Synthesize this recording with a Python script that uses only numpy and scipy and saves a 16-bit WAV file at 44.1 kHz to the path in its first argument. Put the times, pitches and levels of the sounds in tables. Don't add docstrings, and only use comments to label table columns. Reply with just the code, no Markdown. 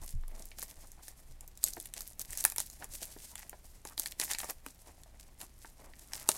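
import sys
import numpy as np
from scipy import signal
from scipy.fft import rfft, irfft, next_fast_len
from scipy.io import wavfile
from scipy.ndimage import uniform_filter1d

SR = 44100
rng = np.random.default_rng(int(sys.argv[2]) if len(sys.argv) > 2 else 0)


def store_pcm(level_fs):
    pcm = np.round(np.clip(level_fs, -1, 1) * 32767).astype(np.int16)
    wavfile.write(sys.argv[1], SR, np.atleast_2d(pcm).T)


N = 280917

# pitch_hz, width_hz, gain_db
BOX_RESONANCES = [(310, 210, -1), (600, 54, 3.5), (629, 62, 4.5), (905, 134, 6.5), (983, 140, 3.5),
                  (1115, 350, 0)]
# pitch_hz, width_hz, gain_db
SHEET_RESONANCES = [(1830, 240, 3.5), (2250, 118, 6), (3090, 1500, -3.5), (3630, 550, 7.5), (4610, 1900, 1)]
# middle_s, length_s, relative_db, pitch_hz
FINGER_DRAGS = [(0.015, 0.069, -56, 890), (0.373, 0.25, -59, 663), (0.844, 0.049, -57.5, 905),
                (0.995, 0.066, -59, 890), (1.435, 0.042, -60.5, 746), (1.98, 0.069, -57, 660),
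                (2.831, 0.076, -50.5, 706), (2.941, .06, -60, 493), (3.097, 0.12, -62, 620),
                (3.33, 0.066, -61, 900), (3.45, 0.097, -62, 715), (3.917, 0.075, -56.5, 1205),
                (4.5, 0.067, -49.5, 910), (4.887, 0.086, -57, 760), (5.146, 0.031, -62.5, 636),
                (5.287, 0.028, -62, 700), (5.427, 0.075, -53.5, 905), (5.852, 0.2, -58.5, 645),
                (6.223, 0.45, -59.5, 1210), (6.36, 0.066, -50.5, 820)]


def from_db(db):
    return 10 ** (np.asarray(db) / 20)


def unit_rms(x):
    return x / np.sqrt(np.mean(x ** 2) + 1e-20)


def add(track, start_s, sound):
    at = int(np.clip(round(start_s * SR), 0, N - 1))
    track[at:at + len(sound)] += sound[:N - at]


def drift(per_s):
    points = rng.standard_normal(4000)
    return unit_rms(np.interp(np.arange(N) / SR * per_s, np.arange(len(points)), points))


def resonate(x, hz, width_hz):
    edge = np.tan(np.pi * min(width_hz, .4 * SR) / SR)
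    feedback = [1 + edge, -2 * np.cos(2 * np.pi * hz / SR), 1 - edge]
    return signal.lfilter([edge, 0, -edge], feedback, x + 1e-18)


def body(x, modes):
    chance = rng.standard_normal((len(modes), 2))
    out = np.zeros(len(x))
    for k, (hz, width_hz, db) in enumerate(modes):
        ring = resonate(x, hz * (1 + 0.022 * chance[k, 1]), width_hz)
        out += (-1) ** k * from_db(db + 2 * chance[k, 0]) * ring
    return out


def cut(x, hz, kind, order=2):
    return signal.sosfilt(signal.butter(order, min(hz, .45 * SR), kind, fs=SR, output="sos"), x)


def colour(x, spectrum):
    size = 2 * next_fast_len(N // 2 + SR // 10)
    hz, db = np.transpose(spectrum)
    grid_hz = np.maximum(np.arange(size // 2 + 1) * SR / size, 1)
    gain = from_db(np.interp(np.log(grid_hz), np.log(hz), db))
    cepstrum = irfft(np.log(gain))
    response = np.exp(rfft(2 * cepstrum[1:size // 2], size))
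    return unit_rms(irfft(rfft(x, size) * response)[:N])


def at_level(sound, db):
    return from_db(db) * sound / np.sqrt(np.sum(sound ** 2) / (SR // 200) + 1e-20)


def grains(per_s, spread_db, even_s):
    draw = rng.random(N) * SR / per_s
    onsets = np.flatnonzero(draw < 1)
    sizes = from_db(spread_db * np.minimum(-np.log(draw[onsets] + 1e-12), 5))
    clicks = np.zeros(N)
    clicks[onsets] = sizes * (-1.) ** onsets
    power = uniform_filter1d(clicks ** 2, max(2, int(even_s * SR)))
    return clicks / np.sqrt(np.abs(power) + np.mean(power) / 20)


def buckle(flutter, flutter_s):
    t = np.arange(SR // 15) / SR
    push = flutter * rng.standard_normal(len(t)) * np.exp(-t / flutter_s)
    push[0] += 1
    return push


def table_echo(x, delay_s, share):
    lag = max(1, int(delay_s * SR))
    return x + share * np.concatenate([np.zeros(lag), x[:-lag]])


def scatter(x, db, t60_s):
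    t = np.arange(len(x)) / SR
    echoes = rng.standard_normal(len(x)) * from_db(-60 * t / t60_s) * (t > .003)
    return x + from_db(db) * signal.fftconvolve(x, echoes / np.sqrt(np.sum(echoes ** 2)))[:len(x)]


def pulling(build_db_per_s=708, sag_db_per_s=5.5, relax_db_per_s=276, rest_db=-66.5):
    # start_s, hold_s, relative_db, slide (ratio of hiss to ticks)
    pulls = [(0.02, 0.1, -52, 0.48), (0.353, 0.17, -57.5, 0.67), (0.587, 0.038, -46.5, 0.57),
             (0.699, 0.0082, -53.5, 0.85), (0.81, 0.08, -60.5, 1.5), (1.031, 0.055, -55, 1.3),
             (1.178, 0.026, -63, 1.2), (1.417, 0.026, -65.5, 0.33), (1.632, 0.064, -43.5, 0.57),
             (1.72, 0.14, -51.5, 0.38), (1.964, 0.14, -49, 0.49), (2.203, 0.011, -45.5, 0.322),
             (2.296, 0.083, -47.5, 0.71), (2.382, 0.084, -40.5, 1.06), (2.484, .03, -52, 0.54),
             (2.588, 0.048, -43, .7), (2.698, 0.15, -57, 1), (2.92, 0.047, -45, 0.95),
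             (3.012, 0.026, -42.5, 0.63), (3.06, 0.25, -54, 0.77), (3.222, 0.087, -50.5, 1.7),
             (3.356, 0.09, -53.5, 0.8), (3.659, .04, -60, 1.8), (3.857, 0.076, -54.5, 0.66),
             (3.982, 0.093, -44.5, .5), (4.207, 0.051, -41.5, 0.99), (4.295, 0.028, -41.5, 1.6),
             (4.388, .11, -45, 0.7), (4.667, 0.057, -55.5, 1.04), (4.793, 0.11, -58, 0.8),
             (5.204, 0.0059, -55.5, 0.33), (5.266, 0.0093, -57.5, 0.43), (5.412, 0.006, -47, 0.6),
             (5.613, 0.063, -55.5, 0.67), (5.72, 0.14, -63, 0.83), (5.99, 0.24, -57.5, .7),
             (6.13, .1, -49.5, 0.56), (6.291, 0.12, -41, .8)]
    t = np.arange(N) / SR
    levels = [db - build_db_per_s * np.maximum(start_s - t, 0)
              - sag_db_per_s * np.clip(t - start_s, 0, hold_s)
              - relax_db_per_s * np.maximum(t - start_s - hold_s, 0)
              for start_s, hold_s, db, _ in pulls]
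    slide = np.array(pulls)[np.argmax(levels, axis=0), 3]
    film_db = np.maximum(np.max(levels, axis=0), rest_db)
    return film_db, slide


def crinkle(level_db, slide, base_ticks_per_s=450, rate_exponent=0.74, shimmer_db=2.5):
    # frequency_hz, gain_db
    film_eq = [(500, -50), (1500, -5), (3000, -7.5), (5000, -1), (7500, 1.5), (10500, -1), (13000, -4),
               (16000, -6)]
    ticks_per_s = base_ticks_per_s * from_db(rate_exponent * (level_db - np.mean(level_db)))
    film = np.zeros(N)
    for hz in np.geomspace(3300, 13000, 7):
        ticks = grains(ticks_per_s / 7, spread_db=8.0, even_s=0.12)
        hiss = slide * rng.standard_normal(N)
        crackle = (ticks + hiss) / np.hypot(1, slide)
        facet = resonate(crackle, hz, width_hz=4200) * from_db(shimmer_db * drift(25))
        film += table_echo(facet, rng.uniform(0.0013, 0.0025), share=0.31)
    return from_db(level_db) * colour(film, film_eq)


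def rub_level(film_db, rest_db=-71, pull_trim_db=-19.5, drag_trim_db=-3):
    power = from_db(rest_db) ** 2 + from_db(film_db + pull_trim_db) ** 2
    for middle_s, length_s, db, _ in FINGER_DRAGS:
        swell = from_db(db + drag_trim_db) * np.hanning(int(length_s * SR))
        add(power, middle_s - length_s / 2, swell ** 2)
    return 10 * np.log10(power)


def rubbing(level_db, slips_per_s=1300, panel_width=0.86, damping_db=2.5):
    # frequency_hz, gain_db
    rub_eq = [(100, 1), (200, -1), (330, -2.5), (470, -7.5), (600, -2.5), (880, -6), (1350, -17),
              (1900, -10.5), (3000, -22.5), (6000, -20.5)]
    card = np.zeros(N)
    for hz in np.geomspace(170, 3400, 9):
        slips = grains(slips_per_s, spread_db=5.5, even_s=0.095)
        panel = unit_rms(resonate(slips, hz, panel_width * hz))
        card += panel * np.sqrt(hz) * from_db(-damping_db * drift(6))
    return from_db(level_db) * colour(card, rub_eq)


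def scuffs(panel_width=0.36, slips_per_s=500, trim_db=-4):
    out = np.zeros(N)
    slips = grains(slips_per_s, spread_db=0.0, even_s=0.024)
    for middle_s, length_s, db, hz in FINGER_DRAGS:
        start_s = middle_s - length_s / 2
        at = max(0, int(start_s * SR))
        swell = np.hanning(int(length_s * SR))
        ring = resonate(slips[at:at + len(swell)], hz, panel_width * hz)
        panel = unit_rms(cut(ring, 2 * hz, "low"))
        add(out, start_s, from_db(db + trim_db) * panel * swell[:len(panel)])
    return out


def room_tone(floor_db=-57.5):
    # pitch_hz, rms_db
    partials = [(60, -66), (120, -89.5)]
    # frequency_hz, gain_db
    floor_eq = [(20, 17.5), (45, 1.5), (80, -5.5), (120, -9), (200, -17), (400, -24.5), (800, -29.5),
                (1500, -32.5), (3000, -34.5), (8000, -41), (16000, -47)]
    t = np.arange(N) / SR
    hum = sum(np.sqrt(2) * from_db(db) * np.sin(2 * np.pi * (hz * t + rng.random()))
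              for hz, db in partials)
    noise = cut(rng.standard_normal(N), 31, "high")
    return hum + from_db(floor_db) * colour(noise, floor_eq)


def table_bumps(rise_s=0.0052):
    # start_s, relative_db
    hits = [(0.003, -43.5), (0.138, -31), (0.768, -51), (1.296, -45.5), (1.991, -55), (2.286, -45),
            (2.89, -47.5), (3.640, -54)]
    # pitch_hz, gain_db, t60_s
    wood_modes = [(22.5, 3, 0.96), (43.9, -9.5, 0.15), (64.8, -3.5, 0.325), (120, -3.5, 0.16)]
    out, t = np.zeros(N), np.arange(SR) / SR
    thud = sum(from_db(db - 60 * t / t60_s) * np.sin(2 * np.pi * hz * t) for hz, db, t60_s in wood_modes)
    attack = 1 - np.exp(-t / rise_s)
    for start_s, db in hits:
        add(out, start_s, from_db(db) * thud * attack)
    return out


def panel_knocks(panel_width=0.27, box_share=0.3, thud_share=0.35, trim_db=1):
    # start_s, relative_db, pitch_hz
    knocks = [(0.236, -56.5, 1007), (0.516, -51, 2670), (1.082, -55.5, 1920), (1.7687, -43.5, 815),
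              (1.777, -44, 353), (2.452, -35.5, 1120), (2.824, -44, 1440), (3.02, -48, 523),
              (3.164, -47.5, 390), (3.53, -46, 746), (3.853, -46, 850), (4.348, -40, 2280),
              (4.432, -41, 1060), (4.665, -49, 267), (5.06, -57.5, 660), (5.647, -47, 870),
              (5.936, -54.5, 2000), (6.290, -36.5, 590)]
    out = np.zeros(N)
    for start_s, db, hz in knocks:
        push = scatter(buckle(flutter=0.037, flutter_s=0.0093), db=-13.5, t60_s=0.22)
        knock = body(push, BOX_RESONANCES + SHEET_RESONANCES) + thud_share * cut(push, 100, "high")
        ring = resonate(knock, hz, panel_width * hz) + box_share * knock
        add(out, start_s, at_level(cut(ring, 2 * hz, "low"), db + trim_db))
    return out


def snaps(crack_width=1.1, crack_trim_db=-13.5, sheet_trim_db=-3.0, box_trim_db=-2.5, delay_s=0.0013):
    # start_s, crack_db, pitch_hz, sheet_db, box_db
    creases = [(0.2795, -35, 8950, -57, -61), (0.4222, -34.5, 6600, -68, -62),
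               (0.454, -30, 11900, -65, -76), (0.5868, -35, 10400, -52, -49.5),
               (0.626, -23, 9100, -38, -47), (0.9165, -34.5, 10700, -63, -80),
               (1.0808, -30, 7960, -53, -55), (1.4074, -32.5, 8700, -55.5, -64),
               (1.4763, -32.5, 11400, -72, -91), (1.5733, -32, 11200, -52, -83),
               (1.6312, -28, 9960, -40.5, -59), (1.6386, -5.5, 8000, -53, -45),
               (1.7338, -25, 9600, -64, -76), (1.7994, -24.5, 10000, -47, -72),
               (1.856, -28, 9400, -45, -62), (1.937, -24.5, 7250, -41, -69),
               (2.0059, -24.5, 9300, -52, -52.5), (2.1935, -20.5, 10700, -63, -51.5),
               (2.2147, -24, 11200, -59, -64), (2.3048, -27, 9700, -56, -65.5),
               (2.3301, -26, 7500, -39, -53), (2.373, -18.5, 10400, -56, -53),
               (2.4059, -19, 10400, -50, -69), (2.4389, -12, 10900, -30.5, -45),
               (2.4497, -2.5, 9400, -19, -34), (2.4988, -21.5, 10800, -49, -68),
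               (2.5199, -24.5, 9600, -38, -50), (2.5603, -20, 10900, -39, -53.5),
               (2.5813, -14, 7300, -32, -39.5), (2.601, -14.5, 9000, -33.5, -43),
               (2.699, -31, 9600, -59, -63), (2.8419, -25.5, 10800, -47, -59),
               (3.025, -28, 11200, -49, -57), (3.3541, -28.5, 7500, -39.5, -53),
               (3.4941, -25.5, 11000, -48, -83), (3.85, -32, 6800, -44.5, -48),
               (3.9769, -30, 8240, -32, -47.5), (3.9956, -11.5, 11400, -50, -47),
               (4.058, -25, 8300, -29.5, -55), (4.1202, -36, 7000, -40, -79), (4.1973, -17, 5860, -29, -41),
               (4.2132, -21.5, 8000, -28, -45), (4.3119, -21, 6200, -33.5, -61),
               (4.3331, -20, 6320, -36, -69), (4.3474, -27, 5730, -38.5, -62),
               (4.3843, -20.5, 8700, -41, -56), (4.401, -29, 7600, -38.5, -46),
               (4.4426, -28, 7190, -52, -38.5), (4.6622, -28, 9800, -44, -41.5),
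               (5.0335, -39, 7600, -55, -79), (5.4126, -29.5, 8810, -41.5, -51),
               (5.9926, -36, 8800, -60, -65), (6.133, -32, 8800, -30, -47),
               (6.2884, -5.5, 7100, -22, -25.5)]
    cracks, sheet, box = np.zeros((3, N))
    for start_s, crack_db, hz, sheet_db, box_db in creases:
        pop = buckle(flutter=0.76, flutter_s=0.00072)
        pop = table_echo(pop, rng.uniform(0.0011, .0023), share=0.33)
        push = scatter(pop, db=-12.0, t60_s=0.076)
        facet = resonate(resonate(push, hz, crack_width * hz), hz, crack_width * hz)
        rattle = body(push, SHEET_RESONANCES) + 0.81 * resonate(push, hz=3100, width_hz=3100)
        knock = body(push, BOX_RESONANCES)
        pop_s = start_s + delay_s
        add(cracks, pop_s, at_level(facet, crack_db + crack_trim_db))
        add(sheet, pop_s, at_level(rattle, sheet_db + sheet_trim_db))
        add(box, pop_s, at_level(knock, box_db + box_trim_db))
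    return cut(cracks, 3500, "high", order=3) + cut(sheet, 2100, "high") + cut(box, 100, "high")


def ripping(breaks_per_s=600, jerk_db=4, fade_s=0.01, ring_share=0.31):
    # start_s, end_s, level_db
    tears = [(2.287, 2.455, -60), (2.8, 2.846, -66), (2.937, 2.962, -75), (3.043, 3.05, -70),
             (3.36, 3.44, -57.5), (4.192, 4.245, -43.5), (4.273, 4.354, -44.5), (4.379, 4.513, -52.5),
             (6.103, 6.27, -58.5)]
    # frequency_hz, gain_db
    tear_eq = [(400, -42.5), (800, 6.5), (1300, -4.5), (1900, 1.5), (2400, -4.5), (3000, -13.5),
               (3700, -22), (5500, -12.5), (10000, -40.5)]
    t = np.arange(N) / SR
    envelope = sum(from_db(db) * np.clip(np.minimum(t - start_s, end_s - t) / fade_s, 0, 1)
                   for start_s, end_s, db in tears)
    breaks = grains(breaks_per_s, spread_db=10.0, even_s=0.004) * from_db(jerk_db * drift(90))
    ring = body(breaks, BOX_RESONANCES + SHEET_RESONANCES)
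    return envelope * colour(breaks + ring_share * ring, tear_eq)


def room(x, t60_s=0.37, wet_db=-22):
    t = np.arange(SR // 2) / SR
    echoes = rng.standard_normal(len(t)) * from_db(-60 * t / t60_s) * (t > .006)
    tail = cut(echoes, .45 * SR, "low")
    return x + from_db(wet_db) * signal.fftconvolve(x, tail / np.sqrt(np.sum(tail ** 2)))[:N]


def scene(crinkle_trim_db=-1, unsteady_db=2.5):
    film_db, slide = pulling()
    grip_db = unsteady_db * drift(60)
    film = snaps() + crinkle(film_db + crinkle_trim_db + grip_db, slide) + ripping()
    card = rubbing(rub_level(film_db) + grip_db) + scuffs() + panel_knocks()
    return (room(film + card) + table_bumps() + room_tone())[None]


def record(dry):
    soften_hz, cutoff_hz = 13750, 16000
    softened = cut(dry, soften_hz, "low")
    return signal.sosfilt(signal.ellip(10, .1, 70, cutoff_hz, fs=SR, output="sos"), softened)


dry = scene()
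out = record(dry)
store_pcm(out)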